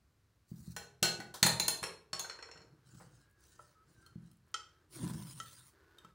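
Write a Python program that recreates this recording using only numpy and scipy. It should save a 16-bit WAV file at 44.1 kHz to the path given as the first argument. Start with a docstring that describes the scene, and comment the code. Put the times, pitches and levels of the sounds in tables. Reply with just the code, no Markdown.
"""A knife clatters into a china dish just set on a kitchen table, and a spoon rocks to rest.
Each hit is a sharp crack followed by the object's own ringing tones; heavy ones thump the table.
Then a clay pot is turned on the oilcloth while a knife stirs its sauce, squeaks and taps its wall,
and a plate is slid away, hissing and juddering. It all sounds close and nearly mono, in a small room."""
import sys
import numpy as np
from scipy import signal
from scipy.fft import rfft, irfft
from scipy.io import wavfile
from scipy.ndimage import uniform_filter1d

SR = 44100
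rng = np.random.default_rng(int(sys.argv[2]) if len(sys.argv) > 2 else 0)


def output_pcm(signal):
    """Save a mono or channel-first signal as 16-bit PCM at the path in sys.argv[1].

    Samples are clipped to [-1, 1] before scaling.
    """
    pcm = np.clip(np.atleast_2d(signal).T, -1, 1) * 32767
    wavfile.write(sys.argv[1], SR, np.round(pcm).astype(np.int16))


N = 270774


def gain_of(db):
    """Turns decibels into a number to multiply by."""
    return 10 ** (np.asarray(db) / 20)


def evened(x):
    """Scales a signal to an average (rms) level of 1."""
    return x / np.sqrt(np.mean(x ** 2) + 1e-20)


def look_up(points, hz):
    """Reads between the rows of a (pitch, value) table."""
    pitches, values = np.transpose(points)
    return np.interp(np.log(hz + 1), np.log(pitches + 1), values)


def dying(t, fade_s):
    """A fade that drops 60 dB in fade_s seconds."""
    return np.exp(-np.log(1000) * t / fade_s)


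def add(mix, start_s, sound):
    """Mixes a sound in at start_s."""
    part = mix[max(round(start_s * SR), 0):][:len(sound)]
    part += sound[:len(part)]


def coloured(x, colour):
    """Turns each pitch up or down by a (pitch, gain) table, then evens the level."""
    gains = gain_of(look_up(colour, np.fft.rfftfreq(len(x), 1 / SR)))
    return evened(irfft(rfft(x) * gains, len(x)))


def wobble(count, smoothing):
    """A smooth random wiggle, count samples long."""
    return evened(uniform_filter1d(rng.standard_normal(count), size=smoothing))


def stroke(start_s, length_s, db, rise_s=0.081, fall_s=0.051, sag_db_per_s=0):
    """The loudness of one hand movement: it eases in, holds or drifts, and eases out."""
    t = np.clip(np.arange(N) / SR - start_s, 0, length_s)
    ramps = np.minimum(t / rise_s, 1) * np.minimum((length_s - t) / fall_s, 1)
    return gain_of(db - sag_db_per_s * t) * np.sin(np.pi / 2 * ramps) ** 2


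def slips(per_s, spread_db):
    """Friction: tiny random clicks, a few much larger than the rest."""
    size = gain_of(spread_db * np.minimum(rng.exponential(1, N), 5))
    return size * rng.standard_normal(N) * (rng.random(N) < per_s / SR)


# The quiet room's tone: pitch_hz, gain_db
ROOM_COLOUR = [(15, -55), (25, -29), (37, -12.5), (59, -4), (74, -8), (87, -6.5), (195, -21), (863, -34.5),
               (1160, -31), (1370, -31.5), (3620, -40.5), (3920, -37.5), (16000, -48.5)]

def still_room(level_db=-71):
    """A faint, steady rumble behind everything."""
    return gain_of(level_db) * coloured(rng.standard_normal(N), ROOM_COLOUR)


# How long the room echoes: pitch_hz, fade_s
ECHO_FADES = [(150, 0.88), (500, 0.55), (1200, .44), (4000, .38), (8000, .3), (11000, 0.31), (15000, 0.21)]

def room_echo(x, first_s=0.0035):
    """Sound bounces off the table and walls; low pitches last longest."""
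    bounces = rng.choice([-1., 1.], SR) * (rng.random(SR) < 1 / 8) * (np.arange(SR) > first_s * SR)
    hz, t, bands = signal.stft(bounces, SR, nperseg=256)
    tail = signal.istft(bands * dying(t, look_up(ECHO_FADES, hz)[:, None]), SR, nperseg=256)[1]
    return signal.fftconvolve(x, tail / np.linalg.norm(tail))[:N]


# The sauce's fizz: pitch_hz, gain_db
SAUCE_COLOUR = [(1500, -24), (4000, -16), (9500, 1), (13000, -12), (15500, 2)]

def sauce_crackle(start_s=3.25, length_s=1.3, level_db=-82):
    """Sticky films of stirred sauce part at random moments, each with a tiny fizz."""
    t = np.arange(SR // 20) / SR
    bursts = signal.fftconvolve(abs(slips(per_s=25, spread_db=1)), dying(t, fade_s=.025))[:N]
    fizz = coloured(bursts * rng.standard_normal(N), SAUCE_COLOUR)
    return stroke(start_s, length_s, level_db) * fizz


# Knife strokes in the pot: start_s, length_s, level_db
STIRS = [(2.72, 0.62, -77), (3.313, 0.98, -77), (4.408, 0.483, -76.5), (5.685, 0.45, -70)]
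# Their rasp: pitch_hz, gain_db
RASP_COLOUR = [(150, -48), (330, 8), (700, -8), (1100, -3), (1320, -3), (1570, 1), (1900, -8), (2500, -15),
               (4000, -15), (9000, -26)]
# Their squeaks: start_s, length_s, pitch_hz, level_db
SQUEAKS = [(3.169, 0.33, 1646, -76.5), (3.464, 0.27, 1800, -78), (3.737, 0.12, 1295, -67.5),
           (3.936, 0.2, 1565, -71), (4.012, 0.13, 1370, -69), (5.762, 0.36, 1470, -73.5)]

def knife_rubbing(waver=0.016):
    """The blade creeps along the clay with a faint rasp, or sticks and slips into a squeak."""
    pressure = sum(stroke(*stir) for stir in STIRS)
    out = pressure * coloured(slips(per_s=4000, spread_db=1.8), RASP_COLOUR)
    for start_s, length_s, hz, db in SQUEAKS:
        count = int(length_s * SR)
        pitch_hz = hz * (1 + waver * wobble(count, smoothing=200))
        squeak = np.sin(2 * np.pi * np.cumsum(pitch_hz) / SR)
        add(out, start_s, gain_of(db) * signal.windows.tukey(count, .5) * squeak)
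    return out


def patchy(x, depth_db):
    """The contact keeps shifting, so patches of high and low sound come and go."""
    bands = signal.stft(x, nperseg=512, noverlap=384)[2]
    patches = uniform_filter1d(rng.standard_normal(bands.shape), size=4, axis=0)
    patches = evened(uniform_filter1d(patches, size=16, axis=1))
    return evened(signal.istft(bands * gain_of(depth_db * patches), nperseg=512, noverlap=384)[1][:N])


# Pushes over the oilcloth: start_s, length_s, hiss_db, drag_db, sag_db_per_s (negative grows louder)
DISH_PUSHES = [(0.45, 0.39, -67, -67, -27)]
POT_PUSHES = [(2.5, 0.36, -89, -61, 0.5), (2.81, 0.27, -76, -70.5, -62), (2.94, 0.39, -70, -61.5, 14),
              (3.36, 0.45, -69.5, -76, 3), (3.82, 0.38, -76, -66.5, -4), (4.17, 0.25, -79, -65.5, -1)]
PLATE_PUSHES = [(4.885, 0.885, -53, -67, 10.2)]
# Hiss of the dish, pot and plate, one list each: pitch_hz, gain_db
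HISS_COLOURS = [
    [(880, -42), (1500, -19.5), (3310, -23.5), (4200, -8), (4970, -13.5), (6500, -11), (9190, -12),
     (13500, -19), (16000, -6.5)],
    [(880, -41), (1500, -3.5), (2120, -32), (3060, -11.5), (3480, -25), (3840, -9.5), (7320, -11.5),
     (10000, -12.5), (12200, -37), (16000, -13.5)],
    [(290, -23), (500, -15.5), (538, -10), (708, -21), (1000, -12.5), (1160, -12), (1670, -11.5),
     (2430, -17), (3590, -11), (7860, -13.5), (9220, -4.5), (12300, -23), (15100, -13.5), (16000, -12.5)],
]
# Rumble in the table: pitch_hz, gain_db
DRAG_COLOUR = [(40, -34), (80, -12), (125, 15.5), (200, -2.5), (260, -11.5), (320, 1.5), (450, -25),
               (950, -19.5), (1600, -20), (4000, -92)]

def crockery_sliding(swell_db=2.0):
    """Crockery dragged over oilcloth hisses in uneven swells and makes the table rumble."""
    grit = slips(per_s=9000, spread_db=2.2)
    drag = coloured(slips(per_s=700, spread_db=2), DRAG_COLOUR)
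    swell = coloured(rng.standard_normal(N), [(1, -10), (6, 0), (25, -3), (80, -40), (300, -100)])
    grit = patchy(grit, depth_db=4.0)
    out = np.zeros(N)
    for pushes, colour in zip((DISH_PUSHES, POT_PUSHES, PLATE_PUSHES), HISS_COLOURS):
        hiss = gain_of(swell_db * swell) * coloured(grit, colour)
        for start_s, length_s, hiss_db, drag_db, sag in pushes:
            push = stroke(start_s, length_s, 0, rise_s=0.085, fall_s=.15, sag_db_per_s=sag)
            out += push * (gain_of(hiss_db) * hiss + gain_of(drag_db) * drag)
    return out


# The plate's own ring as it scrapes: pitch_hz, gain_db
GRIND_COLOUR = [(300, 3), (650, -24), (1000, 9.5), (1300, -33), (1750, -3), (2400, -23), (3500, -8),
                (5000, -22), (9000, -38)]

def plate_judder(start_s=4.9, peak_s=5.04, peak_db=-42, build_db_per_s=234, fade_db_per_s=57,
                 first_hz=380, last_hz=100.3, slowing_s=.2, jitter=.14, uneven_db=3):
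    """The plate's foot sticks and slips, shaking the table; the buzz builds fast, slows and fades."""
    t = np.arange(N) / SR
    slip_hz = last_hz + (first_hz - last_hz) * np.exp(-np.maximum(t - start_s, 0) / slowing_s)
    db = peak_db - np.maximum(build_db_per_s * (peak_s - t), fade_db_per_s * (t - peak_s))
    cycles = np.cumsum(slip_hz * (1 + jitter * wobble(N, smoothing=400))) / SR
    buzz = sum(np.sin(2 * np.pi * k * cycles) / k ** 3 for k in range(1, 6))
    buzz = evened(buzz * gain_of(uneven_db * wobble(N, smoothing=400)))
    grit = slips(per_s=700, spread_db=2)
    scrape = gain_of(-3) * coloured(grit, DRAG_COLOUR) + gain_of(-14) * coloured(grit, GRIND_COLOUR)
    return gain_of(db) * (buzz + scrape)


# Scuffs of wet hands and crockery: start_s, level_db, body_db (on top of level_db), fade_s
SCUFFS = [(1.3393, -45, -2.5, 0.2), (2.944, -65, -15, 0.075), (2.9992, -73, 18.5, 0.17),
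          (3.437, -65, -19, 0.038), (4.9858, -59, 6, 0.05), (5.0765, -36.5, -6, 0.014),
          (5.223, -45.5, -23, 0.025), (5.3129, -54, -21, 0.012), (5.546, -57, -25, 0.023)]

def scuffs(rise_s=.002):
    """A sticky spot lets go: a bright rasp over a duller body."""
    out, t = np.zeros(N), np.arange(SR // 4) / SR
    for start_s, db, body_db, fade_s in SCUFFS:
        rasp, body = rng.standard_normal((2, len(t)))
        rasp = coloured(rasp, [(1500, -24.0), (3500, 8.0), (10000, 2.5), (13000, -2.0)])
        body = coloured(body, [(200, -12.5), (500, 1.5), (1600, -1.5), (3500, -29)])
        loudness = gain_of(db) * dying(t, fade_s) * (1 - np.exp(-t / rise_s))
        add(out, start_s, loudness * (rasp + gain_of(body_db) * body))
    return out


# Soft, heavy bumps on the table: start_s, level_db, brightness_db_per_octave
THUMPS = [(0.516, -37.5, 6), (0.601, -45, -14), (0.678, -38.5, -13), (1.024, -31.5, 6), (1.19, -42, 19),
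          (1.426, -28.5, 0.5), (1.45, -31.5, 16), (1.529, -36, -5), (1.597, -43.5, -9), (1.822, -44, -10.5),
          (2.13, -48.5, -3), (2.949, -49.5, -6), (4.157, -38.5, 4.5), (5.034, -30, 17), (5.154, -34.5, 6),
          (6.047, -56, 6)]
# The table's low tones: pitch_hz, level_db, fade_s
TABLE_TONES = [(85, -17, .25), (129, -6, .42), (150, 0, .06), (167, -5, .4), (200, -3, .1), (310, -18, .1)]

def table_thumps(choke_s=0.15, ring_db=-5, rise_s=.004):
    """A bump sets the table top swinging; the load on it soon stops most of the swing."""
    out, t = np.zeros(N), np.arange(SR * 2 // 3) / SR
    for start_s, db, brightness in THUMPS:
        swing = np.zeros(len(t))
        for hz, tone_db, fade_s in TABLE_TONES:
            strength = gain_of(tone_db + brightness * np.log2(hz / 150))
            swing += strength * dying(t, fade_s) * np.sin(2 * np.pi * hz * t)
        swing *= (1 - np.exp(-t / rise_s)) * (dying(t, choke_s) + gain_of(ring_db))
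        add(out, start_s, gain_of(db) * swing / abs(swing).max())
    return out


def ringing(tones, t):
    """Fading pure tones, each starting at a random point of its wave."""
    return sum(gain_of(db) * dying(t, fade_s) * np.sin(2 * np.pi * (hz * t + rng.random()))
               for hz, db, fade_s in tones)


def jangle(t, fade_s, count=56, spread_db=5):
    """Many small tones of uneven strength; the high ones die first."""
    hz = 350 + 15400 * ((np.arange(count) + rng.random(count)) / count) ** 1.5
    db = spread_db * np.clip(rng.standard_normal(count), -2, 2)
    return ringing(zip(hz, db, fade_s * (hz / 3000) ** -.3), t) / np.linalg.norm(gain_of(db))


# Borders of a hit's body, middle, treble and air bands: edge_hz
BAND_EDGES_HZ = [300, 2800, 8000, 10800, 17000]

def hits(rows, tones, crack_db, crack_s, choke_s, ring_db, jangle_db, jangle_s, extra_s,
         low_db, air_db, dulling, low_hz=1100):
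    """Each hit cracks, then rings; the contact chokes most of the ringing."""
    out, t = np.zeros(N), np.arange(SR * 2 // 5) / SR
    edges = sorted(BAND_EDGES_HZ + [low_hz])  # splits the body band in two
    bands = [signal.butter(4, pair, "band", fs=SR, output="sos") for pair in zip(edges, edges[1:])]
    hardest_db = max(row[1] for row in rows)
    # level_db sets the middle band; body_db and treble_db are added to it for their bands
    for start_s, level_db, body_db, treble_db, extra_hz, extra_db in rows:
        chatter = gain_of(-14) * dying(t, 0.03)  # the surfaces rattle just after they meet
        crack = gain_of(crack_db) * rng.standard_normal(len(t)) * (dying(t, crack_s) + chatter)
        # each spot that is hit wakes its own mix of tones and favours one extra tone
        woken = [(hz, db + rng.uniform(-4, 4), fade_s) for hz, db, fade_s in tones]
        ring = ringing(woken + [(extra_hz, extra_db, extra_s)], t)
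        ring *= dying(t, choke_s) + gain_of(ring_db)
        sound = crack + ring + gain_of(jangle_db) * jangle(t, jangle_s) * np.sqrt(len(tones))
        sound *= 1 - np.exp(-t / .0012)
        # softer hits are duller: more of their sound lies in the lowest band
        lowest_db = body_db + low_db + dulling * (hardest_db - level_db)
        for band, band_db in zip(bands, (lowest_db, body_db, 0, treble_db, treble_db + air_db)):
            part = signal.sosfilt(band, sound)
            peak = np.sqrt(uniform_filter1d(part ** 2, size=180).max())
            add(out, start_s, gain_of(level_db + band_db) * part / peak)
    return out


# Taps on the pot: start_s, level_db, body_db, treble_db, extra_hz, extra_db
POT_TAPS = [(3.5914, -77, 13.5, -20, 1373, 3), (4.0627, -60, -11, -7.5, 4270, 6.5),
            (4.3134, -75.5, -14, 4, 1454, -7.5), (4.5412, -35.5, 0, -35, 1432, 1),
            (5.3998, -44, 1, -30, 1330, 8), (5.9838, -55.5, -19, -14, 3685, 10),
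            (6.0467, -66, 5, -10, 1326, -4)]
# The clay's tones: pitch_hz, level_db, fade_s
POT_TONES = [(1312, 4, .12), (1935, -9, .07), (3090, -11, .1), (3150, -8, .16), (5490, -18, .1),
             (6400, -15, .07)]

def pot_taps():
    """The knife taps the clay wall, which rings only briefly."""
    return hits(POT_TAPS, POT_TONES, crack_db=6.5, crack_s=0.014, choke_s=0.09, ring_db=-13,
                jangle_db=-17, jangle_s=0.12, extra_s=0.048, low_db=-14.5, air_db=-1, dulling=0.64)


# The spoon's landings: start_s, level_db, body_db, treble_db, extra_hz, extra_db
SPOON_DROPS = [(1.828, -47.5, 5, 4, 4440, -19), (1.8369, -39.5, -2.5, -3.5, 5450, 12.5),
               (2.1306, -35, -8, -13.5, 4360, 10)]
# The spoon's tones: pitch_hz, level_db, fade_s
SPOON_TONES = [(441, -14, .4), (924, -19, .3), (1365, -9, .12), (1900, -12, .1), (4245, 0, .11),
               (5440, 0, .26), (5560, -6, .3), (6750, -10, .25), (7146, -7, .28), (8188, -11, .3),
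               (9780, -11, .2)]

def spoon_drops():
    """The spoon lands and its metal rings."""
    return hits(SPOON_DROPS, SPOON_TONES, crack_db=11.5, crack_s=0.016, choke_s=0.062, ring_db=-23,
                jangle_db=-11.5, jangle_s=0.083, extra_s=0.1, low_db=-3.5, air_db=-12, dulling=0.18)


def spoon_rocking(ping_s=2.2968, swing_s=.1855, shrink=.69, knock_lead=.285, loss_db=5.5):
    """The spoon rocks to rest, each swing shorter and weaker than the last."""
    rows = []
    for k in range(5):
        knock = (ping_s - knock_lead * swing_s, -56 - k * loss_db, 9, -17.5, 1556, 0.5)
        ping = (ping_s, -42 - k * loss_db, -4, -23, 4295, 4)
        rows += [knock, ping]  # a dull knock, then a ping of its bowl
        swing_s *= shrink
        ping_s += swing_s
    return hits(rows, SPOON_TONES, crack_db=8.5, crack_s=0.011, choke_s=0.058, ring_db=-21.5,
                jangle_db=-25, jangle_s=0.16, extra_s=0.1, low_db=-8.5, air_db=-20, dulling=0.41)


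# The dish's knocks: start_s, level_db, body_db, treble_db, extra_hz, extra_db
DISH_KNOCKS = [(0.7637, -43.5, -5, -5.5, 4170, -0.5), (1.0272, -25, -10.5, -7.5, 4267, -0.5),
               (1.0376, -32.5, -10.5, -11.5, 4453, 6.5), (1.0515, -33.5, -10, -16.5, 4210, 0),
               (1.2005, -49.5, 0, -11, 4350, 8.5)]
# The china's tones: pitch_hz, level_db, fade_s
DISH_TONES = [(688, -8, .3), (820, -10, .3), (1484, -5, .36), (2250, -9, .2), (2650, -13, .25),
              (3157, -12, .35), (4125, -5, .22), (4218, 0, .28), (5385, -13, .18), (5678, -5, .16),
              (6485, -5, .22), (7006, -9, .15), (7580, -8, .2), (9378, -10, .17), (10030, -11, .2),
              (12050, -17, .2), (15090, -8, .19), (15570, -3, .17)]

def dish_knocks():
    """The china dish knocks and rings as it is set down."""
    return hits(DISH_KNOCKS, DISH_TONES, crack_db=15.0, crack_s=0.012, choke_s=.07, ring_db=-14.5,
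                jangle_db=-14.5, jangle_s=0.12, extra_s=.08, low_db=2.5, air_db=-2, dulling=0.0089,
                low_hz=1610)


# The knife's clinks: start_s, level_db, body_db, treble_db, extra_hz, extra_db
KNIFE_CLINKS = [(1.4282, -18, -8, -10.5, 4274, 2), (1.4634, -28, -4, -3.5, 3800, -5),
                (1.5978, -26.5, -12, -10, 4080, 6.5), (1.6804, -28, -12, -1.5, 6920, -18),
                (2.1939, -36.5, -22, -9, 6580, 6.5), (2.2034, -39, -22.5, -25, 6540, 29)]
# Tones of the knife on china: pitch_hz, level_db, fade_s
KNIFE_TONES = [(646, -10, .35), (835, -12, .3), (923, -10, .4), (1820, -12, .33), (2682, -16, .3),
               (3538, -8, .33), (4100, -5, .2), (4220, 0, .28), (4415, -8, .22), (6485, -6, .24),
               (6710, -4, .24), (7012, -4, .24), (8716, -7, .26), (9440, -7, .15), (9533, -7, .18),
               (10345, -7, .22), (11140, -14, .18), (12040, -12, .18), (13360, -18, .2), (14918, -4, .24)]

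def knife_clinks():
    """The knife clatters into the dish: hard metal on china gives short, bright clinks."""
    return hits(KNIFE_CLINKS, KNIFE_TONES, crack_db=16.5, crack_s=0.0055, choke_s=.06, ring_db=-23.5,
                jangle_db=-19.5, jangle_s=0.048, extra_s=.1, low_db=-10, air_db=-1.5, dulling=1.0)


def scene(thump_db=1.0, clatter_echo_db=-2, pot_echo_db=-8, table_echo_db=-11, width_db=-12):
    """Mixes everything in the room; only the treble's echo spreads left and right."""
    clatter = dish_knocks() + knife_clinks() + spoon_drops() + spoon_rocking()
    pot_and_scuffs = pot_taps() + scuffs()
    thumps = gain_of(thump_db) * table_thumps()
    echo = room_echo(gain_of(clatter_echo_db) * clatter + gain_of(pot_echo_db) * pot_and_scuffs
                     + gain_of(table_echo_db) * thumps)
    background = still_room() + crockery_sliding() + plate_judder() + knife_rubbing() + sauce_crackle()
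    centre = clatter + pot_and_scuffs + thumps + echo + background
    treble_only = signal.butter(12, 4800, "high", fs=SR, output="sos")
    side = gain_of(width_db) * room_echo(signal.sosfilt(treble_only, clatter + pot_and_scuffs))
    return np.array([centre + side, centre - side])


def record(dry):
    """Trims the deepest bass (under 55 Hz) and the highest treble (over 15900 Hz)."""
    lean = signal.sosfilt(signal.butter(2, 55, "high", fs=SR, output="sos"), dry)
    treble_cut = signal.firwin(401, 15900, window=("kaiser", 8), fs=SR)
    return signal.oaconvolve(lean, treble_cut[None], "same")


dry = scene()
out = record(dry)
output_pcm(out)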